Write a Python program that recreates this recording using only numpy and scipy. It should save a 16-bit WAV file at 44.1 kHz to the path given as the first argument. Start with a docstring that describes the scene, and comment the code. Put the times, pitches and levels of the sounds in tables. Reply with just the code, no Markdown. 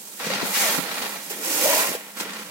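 """Dry grain pours from a scoop into a woven sack, outdoors and close by.
Thousands of tiny impacts add up to a hiss off the scoop and a patter in the sack, where clumps excite
low, damped modes. After the last trickle the scoop is driven into the heap, crunching, knocking and
droning by friction, and more grain is raked onto it. A dull boom and a faint rustle lie underneath."""
import sys
import numpy as np
from scipy import signal
from scipy.fft import rfft, irfft
from scipy.io import wavfile
from scipy.ndimage import uniform_filter1d

SR = 44100
rng = np.random.default_rng(int(sys.argv[2]) if len(sys.argv) > 2 else 0)


def transcribe(u):
    """Save the signal u as a 16-bit wav file named by the first command-line argument.

    u: samples, shape (n,) or (channels, n), limited to [-1, 1]; the rate is SR.
    q: integer samples, one column per channel.
    """
    v = np.clip(np.atleast_2d(u).T, -1, 1)
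    q = np.round(v * 32767).astype(np.int16)
    wavfile.write(sys.argv[1], SR, q)


N = 110250
TIME = np.arange(N) / SR
FREQS = np.maximum(np.arange(N // 2 + 1) * SR / N, 1)


# grain leaving the scoop: (time [s], rush level [dB], hiss level [dB])
SLIDING = [(0.17, -57, -49.5), (0.25, -37.5, -41), (0.40, -42.5, -50), (0.46, -41, -35),
           (0.52, -42.5, -32.5), (0.555, -28, -29), (0.62, -29, -26.5), (0.755, -36, -31.5),
           (0.88, -56, -45.5), (1.0, -56, -42.5), (1.13, -48, -43.5), (1.21, -50.5, -50.5)]
# spectra of the rush and the hiss: (frequency [Hz], gain [dB])
RUSH_SPECTRUM = [(500, -23), (1200, -2.5), (1950, 4.5), (3100, -2), (4300, -2), (6000, -1.5), (10000, -20)]
SLIDE_HISS_SPECTRUM = [(1500, -32), (4800, -15.5), (6500, 0.5), (8000, -1.5), (10000, -1), (14000, -1),
                       (16000, -3.5)]
# the scoop swinging past: (time [s], leftward pan [dB])
SWING = [(0.3, 0), (0.62, 1.5), (0.85, -6), (1.2, -8.5)]

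def sliding():
    """Superposition: dense impacts merge into a rush and a hiss as the load slides off the scoop."""
    rush, hiss = envelopes(SLIDING)
    lag_s = 0.00003  # the raised scoop is near the middle
    rush = rush * shower(RUSH_SPECTRUM, per_s=11000, clump_db=0, shade=0.5, lag_s=lag_s)
    hiss = hiss * shower(SLIDE_HISS_SPECTRUM, per_s=21000, clump_db=0.9, shade=0.46, lag_s=lag_s)
    return from_db(5.5) * (rush + hiss) * pan(np.interp(TIME, *np.transpose(SWING)))


# grain landing in the sack: (time [s], level [dB])
LANDING = [(0.185, -58), (0.2, -35.5), (0.26, -35), (0.36, -28), (0.396, -33), (0.42, -28.5), (0.45, -33.5),
           (0.52, -36), (0.55, -34.5), (0.62, -31), (0.7, -27.5), (0.775, -30), (0.812, -30), (0.9, -34.5),
           (0.95, -33), (1.02, -32), (1.18, -40), (1.23, -47.5), (1.3, -55)]
# spectrum of the patter: (frequency [Hz], gain [dB])
LANDING_SPECTRUM = [(150, -14), (200, -0.5), (330, -4.5), (560, -0.5), (730, 1.5), (950, -2), (1300, 0.5),
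                    (1600, -2), (1950, -0.5), (3100, -5), (4300, -4), (7000, -15.5), (15000, -22.5)]
# the sack's hollow under the main load: (time [s], level [dB], frequency [Hz])
HOLLOW = [(0.54, -45, 851), (0.62, -33.5, 750), (0.69, -34, 624), (0.77, -55, 566)]

def landing():
    """Cavity resonance: grain patters into the sack, whose hollow rings at a falling pitch."""
    level, = envelopes(LANDING)
    patter = level * shower(LANDING_SPECTRUM, per_s=8000, clump_db=1.56, shade=0.75, lag_s=0.00012)
    return from_db(3.5) * patter + resonance(HOLLOW, width_hz=55, pan_db=-1.5)


# clumps and soft bumps on the sack: (time [s], level [dB], leftward pan [dB])
THUDS = [(0.305, -32, 5), (0.35, -27, 6), (0.425, -26, 21), (0.778, -23.5, 18), (1.785, -34, 3),
         (1.886, -28, 17), (2.259, -34, -3)]
# modes of the sack: (frequency [Hz], gain [dB], 60 dB decay time [s])
SACK_MODES = [(105, -8.5, 0.088), (155, -5, 0.048), (189.5, -6.5, 0.12), (262, -5, 0.093), (390, -4, 0.033),
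              (563, -4.5, 0.038)]

def sack_thuds():
    """Modal vibration: each soft blow excites the sack's low modes, slightly detuned every time."""
    thuds = np.zeros((2, N))
    for start, level_db, pan_db in THUDS:
        for hz, mode_db, t60 in SACK_MODES:
            detuned_hz = hz * (1 + 0.059 * rng.standard_normal())
            ring = damped_mode(start, detuned_hz, t60, contact_s=0.0022)
            thuds += from_db(level_db + mode_db - 4.5) * pan(pan_db) * ring
    return at_ports(*rfft(thuds))


# the scoop pushed through the heap: (time [s], crunch level [dB], hiss level [dB])
DIGGING = [(1.21, -48.5, -54), (1.23, -47.5, -40), (1.292, -45, -44), (1.302, -44, -33.5),
           (1.32, -35.5, -36.5), (1.36, -42.5, -40.5), (1.405, -41.5, -39.5), (1.452, -36, -30.5),
           (1.56, -32, -27), (1.65, -28.5, -24), (1.73, -27, -25.5), (1.81, -26.5, -25.5), (1.88, -33, -31),
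           (1.95, -34.5, -37), (1.98, -42.5, -46), (2.1, -48.5, -74)]
# spectra of the crunch and of the husks' hiss: (frequency [Hz], gain [dB])
DIGGING_SPECTRUM = [(150, -20), (260, 1), (520, 1.5), (730, 4), (950, 1), (1300, 0), (1900, 3), (2500, 3),
                    (3600, -3), (6000, -11.5), (15000, -8)]
HUSK_SPECTRUM = [(1500, -17.5), (4000, -2.5), (6200, 1.6), (10000, 0), (14000, -0.5), (16000, -3)]

def digging():
    """Granular friction: husks crunch and hiss along the scoop as it enters the heap."""
    crunch, hiss = envelopes(DIGGING)
    crunch = crunch * shower(DIGGING_SPECTRUM, per_s=4000, clump_db=0.93, shade=0.65)
    hiss = hiss * shower(HUSK_SPECTRUM, per_s=16000, clump_db=0.9, shade=0.77)
    return from_db(4.5) * (crunch + hiss)


# the edge's low scrape and the scoop's two resonances: (time [s], level [dB], frequency [Hz])
EDGE_SCRAPE = [(1.3, -53.5, 310), (1.62, -38, 305), (1.78, -51, 285.4)]
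LOWER_DRONE = [(1.4, -43.5, 440.6), (1.6, -38, 535), (1.635, -31, 554), (1.665, -24.5, 585.8),
               (1.705, -25.5, 596.7), (1.745, -32, 621), (1.81, -35.5, 635), (1.98, -49.5, 635)]
UPPER_DRONE = [(1.6, -45, 880), (1.68, -33, 928), (1.79, -34, 1013), (1.9, -42, 1044)]

def scoop_drone():
    """Frictional excitation: the edge scrapes under the heap and the scoop drones higher as it fills."""
    return (resonance(EDGE_SCRAPE, width_hz=49, pan_db=0)
            + resonance(LOWER_DRONE, width_hz=66, pan_db=1)
            + resonance(UPPER_DRONE, width_hz=66, pan_db=5))


# knocks and catches of the scoop: (time [s], level [dB], frequency [Hz], 60 dB decay time [s])
KNOCKS = [(0.267, -24.5, 470, 0.029), (0.263, -24.5, 192, 0.093), (0.301, -22.5, 533, 0.049),
          (0.429, -23, 357, .012), (0.786, -20.5, 293, 0.021), (1.308, -32.5, 438, 0.052),
          (1.643, -16.5, 511, 0.026), (1.656, -15, 570, 0.044), (1.731, -19.5, 1000, 0.059),
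          (1.768, -21, 606, 0.028), (1.915, -26, 390, 0.018), (1.949, -21.5, 478, 0.032),
          (2.2004, -27, 950, 0.01), (2.209, -24.5, 415, 0.011), (2.2576, -26.5, 380, 0.0085)]

def knocks():
    """Free vibration: short knocks and catches on the scoop, with one low thump from the hand's grip."""
    rings = sum(from_db(db) * damped_mode(start, hz, t60, contact_s=0.0013)
                for start, db, hz, t60 in KNOCKS)
    spectrum = rfft(rings)
    return at_ports(spectrum, spectrum)


# grain raked onto the scoop: (time [s], crunch level [dB], hiss level [dB])
RAKING = [(2.152, -49.5, -58), (2.172, -34.5, -43), (2.205, -36, -36.5), (2.25, -36, -48.5),
          (2.3, -37.5, -57), (2.335, -36, -52), (2.4, -39, -48), (2.44, -43, -52), (2.5, -41.5, -54)]
# spectrum of its crunch: (frequency [Hz], gain [dB])
RAKING_SPECTRUM = [(150, -10), (200, 9), (350, -2), (520, 2), (700, -1), (950, 1.5), (1400, 2.5),
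                   (1900, 3.5), (3100, -1), (6000, -8), (15000, -31)]

def raking():
    """Impact noise: sparser collisions give a coarser crunch as grain is swept onto the scoop."""
    crunch, hiss = envelopes(RAKING)
    crunch = crunch * shower(RAKING_SPECTRUM, per_s=2600, clump_db=1.55, shade=1.36)
    hiss = hiss * shower(HUSK_SPECTRUM, per_s=7700, clump_db=1.2, shade=1)
    return from_db(2.5) * crunch + from_db(7) * hiss


# short sprays of grain: (time [s], level [dB])
SPRAYS = [(0.264, -25.5), (0.346, -31), (0.539, -27), (0.94, -28), (1.02, -27), (1.219, -45), (1.299, -41),
          (1.945, -31), (2.199, -23), (2.332, -32)]
# their spectrum: (frequency [Hz], gain [dB])
SPRAY_SPECTRUM = [(300, -5), (1000, 4), (2000, 5), (5000, 3.5), (9000, 3), (15000, -41)]

def sprays():
    """Broadband transients: handfuls of grain strike almost at once."""
    level = sum(from_db(db) * burst(start, attack_s=0.0011, decay_s=0.011) for start, db in SPRAYS)
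    return level * shower(SPRAY_SPECTRUM, per_s=4600, clump_db=2, shade=1)


# dull boom under the handling: (time [s], level [dB])
BOOM = [(0, -57), (0.19, -62), (0.29, -35), (0.45, -45), (0.649, -49), (0.86, -47), (1.2, -52.5),
        (1.899, -52), (2.13, -57), (2.281, -47.5), (2.5, -53)]

def boom(hz=200.4):
    """Narrowband noise: one low resonance swells and fades at a steady pitch."""
    return resonance([(time, db, hz) for time, db in BOOM], width_hz=23.3, pan_db=-2)


# loose grain settling: (time [s], level [dB])
SETTLING = [(0, -38.5), (0.15, -38.5), (1.0, -41), (2.1, -43), (2.5, -41.5)]
# spectrum of rustle and air: (frequency [Hz], gain [dB])
SETTLING_SPECTRUM = [(30, -14), (140, -12), (200, 2.5), (450, -2), (1300, -6.5), (3800, -4), (5500, -3),
                     (7700, 0.5), (15500, -3.5)]

def settling():
    """Noise floor: the tiny impacts of settling grain blend into a faint, continuous rustle."""
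    level, = envelopes(SETTLING)
    return level * shower(SETTLING_SPECTRUM, per_s=13000, clump_db=1, shade=0.65)


def from_db(db):
    """Amplitude ratio: a factor of ten for every 20 dB."""
    return 10 ** (np.asarray(db) / 20)


def rms_one(x):
    """Normalisation to unit mean power."""
    return x / np.sqrt(np.mean(x ** 2) + 1e-20)


def pan(db):
    """Level difference: left and right gains that lie db apart."""
    return from_db(np.vstack([db, -db]) / 2)


def envelopes(rows):
    """Amplitude envelopes, one per level column, falling exponentially outside the gesture."""
    times, *levels = np.transpose(rows)
    outside_s = np.maximum(times[0] - TIME, 0) + np.maximum(TIME - times[-1], 0)
    return [from_db(np.interp(TIME, times, db)) * np.exp(-outside_s / 0.047) for db in levels]


def over_hz(points):
    """Interpolation along log frequency."""
    hz, value = np.transpose(points)
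    return np.interp(np.log(FREQS), np.log(hz), value)


def drift(hz):
    """Low-pass Gaussian noise of unit rms."""
    return rms_one(irfft(rfft(rng.standard_normal(N)) / (1 + (FREQS / hz) ** 2), N))


def burst(start, attack_s, decay_s):
    """Transient envelope: a quick rise and an exponential decay."""
    age = np.maximum(TIME - start, 0)
    return (1 - np.exp(-age / attack_s)) * np.exp(-age / decay_s)


def damped_mode(start, hz, t60, contact_s):
    """Damped oscillator: it swells under a soft contact and dies away; the envelope peaks at 1."""
    shape = burst(start, contact_s, t60 / np.log(1000))
    return shape / (shape.max() + 1e-12) * np.sin(2 * np.pi * hz * (TIME - start))


def resonance(rows, width_hz, pan_db, evenness=0.36):
    """Narrowband noise: a wavering tone follows a pitch curve, its loudness swings partly smoothed."""
    times, db, hz = np.transpose(rows)
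    level, = envelopes(np.transpose([times, db]))
    phase = 2 * np.pi * np.cumsum(np.interp(TIME, times, hz)) / SR
    swing = drift(width_hz) + 1j * drift(width_hz)
    evened = swing / np.abs(swing) ** evenness
    tone = rfft(level * rms_one(np.real(evened * np.exp(1j * phase))))
    return at_ports(tone, tone) * pan(pan_db)


def impacts(per_s, spread_db=2):
    """Poisson process: the spectrum of randomly timed impulses of uneven size."""
    sizes = from_db(spread_db * np.minimum(rng.exponential(1, N), 5)) * rng.choice([-1, 1], N)
    return rfft(rms_one(sizes * (rng.random(N) < per_s / SR)))


def reflections(echoes, dull_hz=9200):
    """Comb filtering: direct sound interferes with its duller echoes, at unchanged mean power."""
    dull = 1 / (1 + (FREQS / dull_hz) ** 4)
    paths = 1 + dull * sum(gain * np.exp(-2j * np.pi * FREQS * delay) for delay, gain in echoes)
    return paths / np.sqrt(1 + dull ** 2 * sum(gain ** 2 for _, gain in echoes))


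# likeness of the two microphone ports: (frequency [Hz], shared power [fraction])
COHERENCE = [(200, 1), (950, 0.86), (1400, 0.51), (2000, 0.19), (5000, 0.093)]
# reflections off ground, sack and scoop: (delay [s], amplitude [ratio to direct sound])
LEFT_ECHOES = [(.00208, 0.2), (.0043, 0.17), (.0071, .2), (.0118, 0.14)]
RIGHT_ECHOES = [(.00215, 0.2), (.0037, 0.23), (.0062, 0.23), (0.01, 0.15)]
LEFT_LAG_S = 0.00014

def shower(spectrum, per_s, clump_db, shade, lag_s=LEFT_LAG_S, clump_hz=57.5):
    """Shot noise from an extended source: clumpy grain impacts, coherent mainly in the lows."""
    coherence = np.clip(over_hz(COHERENCE), 0, 1)
    colour = from_db(over_hz(spectrum))
    shared = np.sqrt(coherence) * impacts(per_s)
    ports = []
    for echoes in (LEFT_ECHOES, RIGHT_ECHOES):
        separate = np.sqrt(1 - coherence) * impacts(per_s)
        ports.append(colour * reflections(echoes) * (shared + separate))
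    clumping = from_db(clump_db * drift(clump_hz))
    return rms_one(at_ports(*ports, shade, lag_s) * clumping)


# port balance, and shading for a source well to the right: (frequency [Hz], left minus right [dB])
PORT_BALANCE = [(150, 3), (600, 1), (1500, 2.5), (2200, 4), (3200, 1.5), (5000, 1)]
SHADING = [(4000, -2), (6000, -5), (7500, -4.5), (9300, -14.5), (12000, -16.5), (15500, -13.5)]

def at_ports(left, right, shade=0, lag_s=LEFT_LAG_S):
    """Path difference and shadowing: two spectra become signals; the left lags and shade dulls it."""
    lean = from_db(over_hz(PORT_BALANCE) + shade * over_hz(SHADING))
    lag = np.exp(-2j * np.pi * FREQS * lag_s)
    return irfft(np.array([left * lean * lag, right]) / np.sqrt((1 + lean ** 2) / 2), N)


def rumble(dry, hz=130):
    """Amplitude modulation: faint low noise, separate at each port, swells with the activity."""
    activity = np.sqrt(np.abs(uniform_filter1d(np.mean(dry ** 2, axis=0), size=2000)))
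    return (from_db(-83) + from_db(-51) * activity) * np.array([drift(hz), drift(hz)])


def scene():
    """Linear superposition: pouring and scooping add to a dull boom and a faint rustle."""
    pouring = sliding() + landing() + sack_thuds()
    scooping = digging() + scoop_drone() + raking()
    return pouring + scooping + knocks() + sprays() + boom() + settling()


def record(dry, low_cut_hz=141, top_hz=15900):
    """Band limiting: the left side dulls briefly, the bass is cut, rumble is added, the top is cut."""
    dip_at_s, dip_width_s, dip_above_hz = 0.82, 0.041, 250
    dip = 0.75 * np.exp(-((TIME - dip_at_s) / dip_width_s) ** 2)
    bass = signal.sosfilt(signal.butter(1, dip_above_hz, fs=SR, output="sos"), dry[0])
    left = dry[0] - dip * (dry[0] - bass)
    low_cut = signal.butter(6, low_cut_hz, "high", fs=SR, output="sos")
    thin = signal.sosfilt(low_cut, np.array([left, dry[1]]))
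    top_cut = 1 / np.sqrt(1 + (FREQS / top_hz) ** 800)
    return irfft(rfft(thin + rumble(dry)) * top_cut, N)


dry = scene()
out = record(dry)
transcribe(out)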